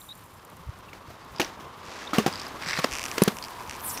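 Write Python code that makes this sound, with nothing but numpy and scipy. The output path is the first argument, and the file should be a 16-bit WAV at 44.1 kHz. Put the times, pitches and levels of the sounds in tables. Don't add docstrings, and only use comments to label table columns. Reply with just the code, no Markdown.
import sys
import numpy as np
from scipy import signal
from scipy.fft import rfft, irfft
from scipy.io import wavfile

SR = 44100
rng = np.random.default_rng(int(sys.argv[2]) if len(sys.argv) > 2 else 0)


def level_to_linear(level):
    exponent = np.asarray(level, float) / 20
    return 10 ** exponent


def wrap_up_sound(samples):
    columns = np.atleast_2d(samples).T
    tamed = np.clip(columns, -1, 1)
    steps = np.round(tamed * 32767).astype(np.int16)
    wavfile.write(sys.argv[1], SR, steps)


N = 176400
T = np.arange(N) / SR

# time in seconds, level in dB.
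RUSTLE = [(0, -53.5), (.28, -59), (.45, -68), (1.2, -69), (2.0, -70), (2.9, -54), (3.15, -45), (3.4, -51.5),
          (3.56, -55.5), (4, -53)]
# frequency in Hz, level in dB per Hz.
RUSTLE_COLOUR = [(4000, -24), (7000, 0), (12000, 1.5), (16000, -3.5)]
# start in seconds, peak in dB.
RUSTLE_TICKS = [
    (.449, -36),
    (.499, -40),
    (.568, -40),
    (0.788, -40.5),
    (1.102, -46),
    (1.247, -44),
]
# time in seconds, level in dB.
WIND = [(0.0, -59.5), (2.04, -55), (4.0, -54)]
# frequency in Hz, level in dB per Hz.
WIND_COLOUR = [(15, -31), (30, -8), (50, -4), (90, 0), (200, -4), (400, -32.5)]
# centre in seconds, peak in dB, pitch in Hz, width in seconds.
GUSTS = [
    (.678, -33, 75, .010),
    (.694, -26, 95, .007),
    (1.09, -39, 80, .010),
    (2.93, -36, 60, .012),
]
# start in seconds, length in seconds, level in dB, pitch in Hz, glide in Hz.
CHIRPS = [
    (.016, 0.0024, -41, 3780, 50),
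    (.088, 0.014, -39.5, 3700, 82),
    (.104, 0.024, -38.5, 3740, 150),
    (.885, .009, -46, 2650, 0),
    (1.214, 0.029, -60, 4640, -40),
    (2.072, 0.0084, -34, 3640, 0),
]

# start in seconds, peak in dB.
CREAKS = [(2.9124, -24), (2.9203, -22), (2.9275, -19.5), (2.9354, -18), (2.939, -25), (2.9453, -24),
          (2.9528, -18), (2.959, -25), (2.9668, -23), (2.9735, -23), (2.9852, -18), (2.9946, -18),
          (3.0112, -28), (3.0172, -21), (3.0298, -21), (3.0396, -16.5), (3.0546, -18), (3.0617, -20),
          (3.0834, -25), (3.1146, -19)]
# start in seconds, peak in dB.
LATE_CREAKS = [
    (3.369, -26.5),
    (3.3863, -23),
    (3.484, -29),
    (3.676, -34),
    (3.6959, -21),
    (3.7106, -22.5),
    (3.8081, -31),
    (3.9749, -22),
]
# start in seconds, gap between ticks in seconds, peak in dB.
CREAK_RUNS = [
    (3.598, .009, -36),
    (3.725, .0085, -31),
    (1.853, .0105, -37),
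]
CREAK_COUNTS = (5, 5, 21)
# frequency in Hz, level in dB, time to fall 60 dB in seconds.
SHELL = [(2040, -1.5, 0.0044), (2400, 2, 0.0056), (2850, 2.5, 0.0032), (4570, 1, 0.002), (5800, 7, 0.0024),
         (7600, 1, 0.0032), (9000, 0.5, 0.0024), (12300, 0, 0.00095)]
# start in seconds, peak in dB.
RATTLES = [(1.3608, -31), (1.365, -42), (1.3838, -29), (2.172, -29), (2.3215, -38), (2.3265, -23),
           (2.3368, -24), (2.3565, -24), (2.3755, -26), (2.397, -23), (2.4005, -31), (2.4155, -22.5),
           (2.4215, -29), (2.432, -28), (2.450, -32), (2.466, -28), (3.4255, -24.5), (3.4392, -19.5),
           (3.448, -24), (3.457, -30)]
# frequency in Hz, level in dB, time to fall 60 dB in seconds.
BUCKLE = [(2310, -2, 0.0044), (3220, -1.5, 0.0051), (4840, 9.5, 0.0046), (5480, 9, 0.0021),
          (7000, 1, 0.002), (9070, -9, 0.0088), (13000, -6.5, 0.0013)]
# start in seconds, peak in dB.
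SNAPS = [
    (2.481, -33),
    (3.2359, -5.5),
    (3.506, -32),
    (3.765, -30),
    (3.802, -30),
]

# time in seconds, level in dB, lower edge in Hz.
SLIDE = [(3.79, -45, 12000), (3.83, -36, 10400), (3.87, -31, 7600), (3.92, -32, 6760), (3.945, -36, 8400),
         (4.0, -47, 9000)]
# start in seconds, length in seconds, level in dB, pitch in Hz, glide in Hz.
SQUEALS = [
    (3.89, 0.023, -40, 5700, -200),
    (3.935, 0.026, -41.5, 5800, -400),
    (3.972, 0.016, -34.5, 5470, 400),
]
# time in seconds, level in dB.
SCRAPE = [(2.6, -53), (2.63, -39), (2.655, -43), (2.70, -32.5), (2.74, -37), (2.76, -35), (2.776, -33),
          (2.81, -41), (2.826, -40), (2.843, -29)]
# start in seconds, dB in the low cores, dB in the high cores.
SLIPS = [(2.6225, -25, -28), (2.634, -26, -32), (2.646, -38, -27), (2.661, -28, -24), (2.669, -29, -27),
         (2.676, -27, -20.5), (2.687, -27, -20), (2.695, -28, -19.5), (2.702, -23, -22), (2.7083, -22, -19),
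         (2.72, -35, -22), (2.732, -19.5, -19), (2.738, -24.5, -23), (2.749, -30, -27), (2.767, -30, -26),
         (2.775, -23, -22.5), (2.8277, -32, -29), (2.843, -19.5, -14.5)]
# frequency in Hz, width in Hz, level in dB.
WHEEL_CORES = [(1770, 1200, 9.5), (2180, 480, 5.5), (4730, 990, 6.5), (7670, 1900, -3.5)]

# time in seconds, hum of the wheels in dB, grind under load in dB.
ROLL = [(0, -57, -59.5), (.6, -52, -59.5), (1.3, -50, -56), (1.5, -47.5, -47.5), (1.6, -47.5, -60),
        (1.82, -47.5, -53.5), (1.9, -45, -46.5), (2.4, -43.5, -43), (2.57, -43.5, -47.5), (3.0, -44, -43),
        (3.28, -41.5, -43), (3.36, -47, -51.5), (4, -45, -46)]
# frequency in Hz, level in dB per Hz.
HUM_COLOUR = [(88, -49), (150, -17), (230, 0), (728, -1.5), (1100, 4.5), (1890, -14), (3000, -14),
              (3900, -18), (6600, -120)]
# frequency in Hz, level in dB per Hz.
GRIND_COLOUR = [(900, -8), (1600, 6), (2900, -1), (4800, -2), (6300, -6), (9000, -17), (16000, -28)]

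# start in seconds, thump in dB, thump in Hz, clatter in dB, clatter in seconds.
LANDINGS = [(0.931, -42, 590, -39, 0.0064), (1.103, -33, 677, -49, 0.023), (1.397, -16, 360, -15.5, 0.0092),
            (1.598, -38, 313, -32.5, 0.0015), (2.132, -20, 295, -26.5, 0.055),
            (2.183, -5, 210, -12.5, 0.0033), (2.262, -15, 151, -18.5, 0.01),
            (2.277, -19.5, 192, -26.5, 0.011), (2.787, -17, 160, -21.5, 0.012),
            (2.8432, -18, 255, -13, 0.0042), (3.18, -27, 330, -13.5, 0.0051),
            (3.219, -4.5, 197, -15.5, 0.0064), (3.2769, -10, 207, -15, 0.009),
            (3.325, -32.5, 226, -59, 0.0068)]
# frequency in Hz, level in dB per Hz.
CLATTER_COLOUR = [(70, -35), (240, 8.5), (400, 8), (1580, 3.5), (6150, -5), (8240, -13), (10700, -14.5),
                  (16000, -15)]
# start in seconds, frequency in Hz, level in dB, 60 dB fall in seconds.
FRAME_KNOCKS = [(.931, 2270, -32.5, 0.011), (1.3985, 315, -14.5, 0.053), (1.419, 320, -23, .04),
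                (2.133, 1273, -18.5, 0.037), (2.149, 1860, -28.5, 0.054), (2.186, 205, -19, 0.14),
                (2.183, 742, -14.5, 0.035), (2.184, 1130, -22.5, 0.029), (2.198, 412, -19, 0.06),
                (2.2635, 780, -16.5, 0.049), (2.2632, 360, -23.5, 0.08), (2.265, 1650, -30, 0.026),
                (2.28, 1140, -29, .03), (2.667, 170, -28.5, .07), (2.845, 388, -25, 0.038),
                (3.2195, 374, -19, .04), (3.277, 410, -13, 0.03), (2.7746, 1830, -19, 0.018),
                (2.789, 1118, -24.5, 0.089), (2.8445, 3700, -15.5, 0.0075)]
# start in seconds, level in dB.
BOUNCES = [
    (1.4095, -26),
    (1.4155, -18),
    (1.4235, -27),
    (1.4305, -29),
    (1.4465, -23),
]
# frequency in Hz, level in dB, time to fall 60 dB in seconds.
LOOSE_WHEEL = [(1940, -7, .005), (2800, 6, 0.0044), (4140, 7, 0.0024), (5800, 4, 0.0033)]
# start in seconds, level in dB.
PINGS = [
    (3.2203, -14),
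    (3.2263, -15),
    (3.281, -18),
]


def rms_one(x):
    return x / np.sqrt(np.mean(x ** 2) + 1e-20)


def noise():
    return rng.standard_normal(N)


def in_time(rows):
    s, *columns = np.transpose(rows)
    return [np.interp(T, s, c) for c in columns]


def drift(rate):
    r = np.exp(-80 * np.pi * rate / SR)
    slow = signal.lfilter([1], [1, -2 * r, r * r], rng.standard_normal(N // 40 + 2002))[2000:]
    return np.interp(np.arange(N) / 40, np.arange(len(slow)), rms_one(slow))


def colour(x, spectrum):
    hz, db = np.transpose(spectrum)
    f = np.maximum(np.fft.rfftfreq(N, 1 / SR), 1)
    gain = level_to_linear(np.interp(np.log(f), np.log(hz), db))
    return rms_one(irfft(rfft(x) * gain, N))


def high_pass(x, hz):
    return signal.lfilter(*signal.butter(2, hz, "high", fs=SR), x)


def band_pass(x, low_hz, high_hz):
    return signal.sosfilt(signal.butter(2, [low_hz, high_hz], "band", fs=SR, output="sos"), x)


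def click_at(s, db):
    return level_to_linear(db) * (np.arange(N) == int(s * SR))


def ring(clicks, hz, t60):
    r, w = level_to_linear(-60 / (t60 * SR)), 2 * np.pi * hz / SR
    return signal.lfilter([0, np.sin(w)], [1, -2 * r * np.cos(w), r * r], clicks + 1e-18)


def grains(rate, spread_db):
    sizes = level_to_linear(spread_db * np.minimum(rng.exponential(1, N), 5)) * rng.choice([-1, 1], N)
    return sizes * (rng.random(N) < rate / SR)


def after(s, t60, rise_s):
    out = np.zeros(N)
    active = (T > s) & (T < s + t60)
    age = T[active] - s
    out[active] = (1 - np.exp(-age / rise_s)) * level_to_linear(-60 * age / t60)
    return out


def ticks(rows, modes, blur_s, gain_db):
    s, db = np.transpose(rows)
    chance = rng.normal(0, 1.2, (len(s), len(modes)))
    roughness = np.sign(noise()) if blur_s > 1e-4 else 1
    fade = np.exp(-np.arange(300) / (blur_s * SR))
    fade = fade / np.linalg.norm(fade)
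    out = 0
    for k, (hz, level_db, t60) in enumerate(modes):
        clicks = np.zeros(N)
        clicks[(s * SR).astype(int)] = level_to_linear(db + level_db + chance[:, k] + gain_db)
        scratch = np.convolve(clicks, fade)[:N] * roughness
        out = out + (-1) ** k * ring(scratch, hz, t60)
    return out


def runs(rows, counts):
    out = []
    for (s, gap, db), count in zip(rows, counts):
        for k in range(count):
            out.append((s + gap * (k + rng.normal(0, .06)), db))
    return out


def whistles(rows, rough):
    out, wobble = 0, drift(180)
    for s, length, db, hz, glide_hz in rows:
        u = np.clip((T - s) / length, 0, 1)
        turns = length * (hz * u + glide_hz * u * u / 2)
        out = out + level_to_linear(db) * np.sin(np.pi * u) ** 0.25 * np.sin(2 * np.pi * turns + rough * wobble)
    return out


def wind():
    out = colour(noise(), WIND_COLOUR) * level_to_linear(in_time(WIND)[0] + 3 + 2.5 * drift(10))
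    for s, db, hz, width in GUSTS:
        out += level_to_linear(db) * np.cos(2 * np.pi * hz * (T - s)) * np.exp(-((T - s) / width) ** 2)
    return out


def rustle():
    comb_hz, comb_feedback, comb_fade_s = 1465, .5, 1.3
    crisp = colour(noise() + .4 * rms_one(grains(600, spread_db=3.0)), RUSTLE_COLOUR)
    comb = np.r_[1, np.zeros(int(SR / comb_hz) - 1), -comb_feedback]
    banded = rms_one(signal.lfilter([1], comb, crisp))
    share = np.exp(-(T / comb_fade_s) ** 2)
    mixed = share * banded * level_to_linear(3.0 * drift(50)) + (1 - share) * crisp
    ticking = sum(level_to_linear(db - 5) * after(s, 0.013, rise_s=0.00046) for s, db in RUSTLE_TICKS)
    return mixed * level_to_linear(in_time(RUSTLE)[0] + .8 * drift(30)) + banded * ticking


def bird():
    return whistles(CHIRPS, rough=0.61)


def boots():
    snap_low_hz, snap_s = 5000, .003
    snaps = sum(level_to_linear(db - 3) * after(s, 4.0 * snap_s, rise_s=.0003) for s, db in SNAPS) * noise()
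    creak_rows = list(CREAKS) + list(LATE_CREAKS) + runs(CREAK_RUNS, CREAK_COUNTS)
    creaks = ticks(creak_rows, SHELL, blur_s=.00005, gain_db=-7)
    rattles = ticks(RATTLES, BUCKLE, blur_s=.0018, gain_db=-8)
    return creaks + rattles + high_pass(snaps, snap_low_hz)


def slide():
    db, edge_hz = in_time(SLIDE)
    out, white = 0, rng.standard_normal((2, N))
    for k, hz in enumerate(np.arange(6000, 16000, 1000)):
        band = band_pass(white[k % 2], hz, hz + 1000)
        opening = 1 / (1 + np.exp((edge_hz - hz - 500) / 300))
        out = out + band * level_to_linear(4.1 * drift(34) - 0.88 * k) * opening
    return 1.6 * out * level_to_linear(db) * (T > SLIDE[0][0])


def squeals():
    return whistles(SQUEALS, rough=2.3)


def scrape():
    slips_per_s, slip_t60_s, slip_blur_s = 2500, 0.0043, 0.002
    grit = [rms_one(grains(slips_per_s, spread_db=2.5)) * level_to_linear(2.0 * drift(110)) for _ in range(2)]
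    bed = 0
    for k, (hz, width, db) in enumerate(WHEEL_CORES):
        bed = bed + level_to_linear(db) * rms_one(ring(grit[k // 2], hz, 1.35 / width))
    bed = high_pass(bed, 1200)
    inside = (T > SCRAPE[0][0]) & (T < SCRAPE[-1][0])
    bed = bed / np.std(bed[inside]) * level_to_linear(in_time(SCRAPE)[0]) * inside
    cores = [(hz, db, slip_t60_s) for hz, width, db in WHEEL_CORES]
    high_cores = cores[2:] + [(3970, 1.5, 0.0067), (5870, 3.8, 0.0035)]
    low = ticks([(s, db) for s, db, _ in SLIPS], cores[:2], slip_blur_s, gain_db=0.5)
    high = ticks([(s, db) for s, _, db in SLIPS], high_cores, slip_blur_s, gain_db=-7.5)
    return bed + low + high


def rolling():
    core_hz, core_width_hz, core_db, pass_s = 980, 60, -1.5, 3.39
    grit_per_s, grit_spread_db, grit_share = 1500, 3.5, .4
    hum_db, grind_db = in_time(ROLL)
    passed = 1 / (1 + np.exp((pass_s - T) / 0.025))
    core = level_to_linear(core_db) * rms_one(ring(noise(), core_hz, 1.3 / core_width_hz)) * passed
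    hum = (colour(noise(), HUM_COLOUR) + core) * level_to_linear(hum_db + 2 + 1.15 * drift(35))
    grit = rms_one(grains(grit_per_s * level_to_linear(3.7 * drift(38)), grit_spread_db))
    grind = colour(noise() + grit_share * grit, GRIND_COLOUR)
    return hum + grind * level_to_linear(grind_db + 2.1 * drift(71))


def landings():
    thump_t60_s, overtone, bass_cut_hz, contact_hz = 0.038, 1.98, 158, 605
    echo_db, echo_t60_s, echo_loss_db_per_s = -13, .2, 6
    thump, clatter, echo = np.zeros((3, N))
    for s, thump_db, hz, clatter_db, length in LANDINGS:
        click = click_at(s, thump_db)
        thump += ring(click, hz, thump_t60_s) + ring(click, hz * overtone, 0.38 * thump_t60_s)
        burst = after(s, 30.0 * length, rise_s=0.00086) / (1 + (np.maximum(T - s, 0) / length) ** 4)
        clatter += level_to_linear(clatter_db - 3.0) * burst
        far_db = clatter_db + echo_db + 11.5 - echo_loss_db_per_s * s
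        echo += level_to_linear(far_db) * after(s, 1.14 * echo_t60_s, rise_s=0.0014)
    thump = band_pass(thump, bass_cut_hz, contact_hz)
    clatter *= colour(noise() + .6 * rms_one(grains(2000, spread_db=2.5)), CLATTER_COLOUR)
    echo *= level_to_linear(1.6 * drift(83)) * colour(noise(), CLATTER_COLOUR)
    frame = sum(ring(click_at(s, db), hz, t60) for s, hz, db, t60 in FRAME_KNOCKS)
    frame += ticks(BOUNCES, LOOSE_WHEEL, blur_s=.0012, gain_db=-3)
    pings = ticks(PINGS, [(10400, 0, .0045)], blur_s=.00002, gain_db=0)
    return thump + clatter + high_pass(frame, bass_cut_hz) + echo + pings


def scene():
    background = wind() + rustle() + bird()
    skates = boots() + slide() + squeals() + scrape() + rolling() + landings()
    return (background + skates)[None]


def band_limit(x):
    return signal.sosfilt(signal.butter(12, 16690, fs=SR, output="sos"), x)


def record(dry):
    cutoff_hz = 15900
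    top_cut = signal.cheby2(12, 70, cutoff_hz + 700, fs=SR, output="sos")
    return band_limit(signal.sosfilt(top_cut, dry))


dry = scene()
out = record(dry)
wrap_up_sound(out)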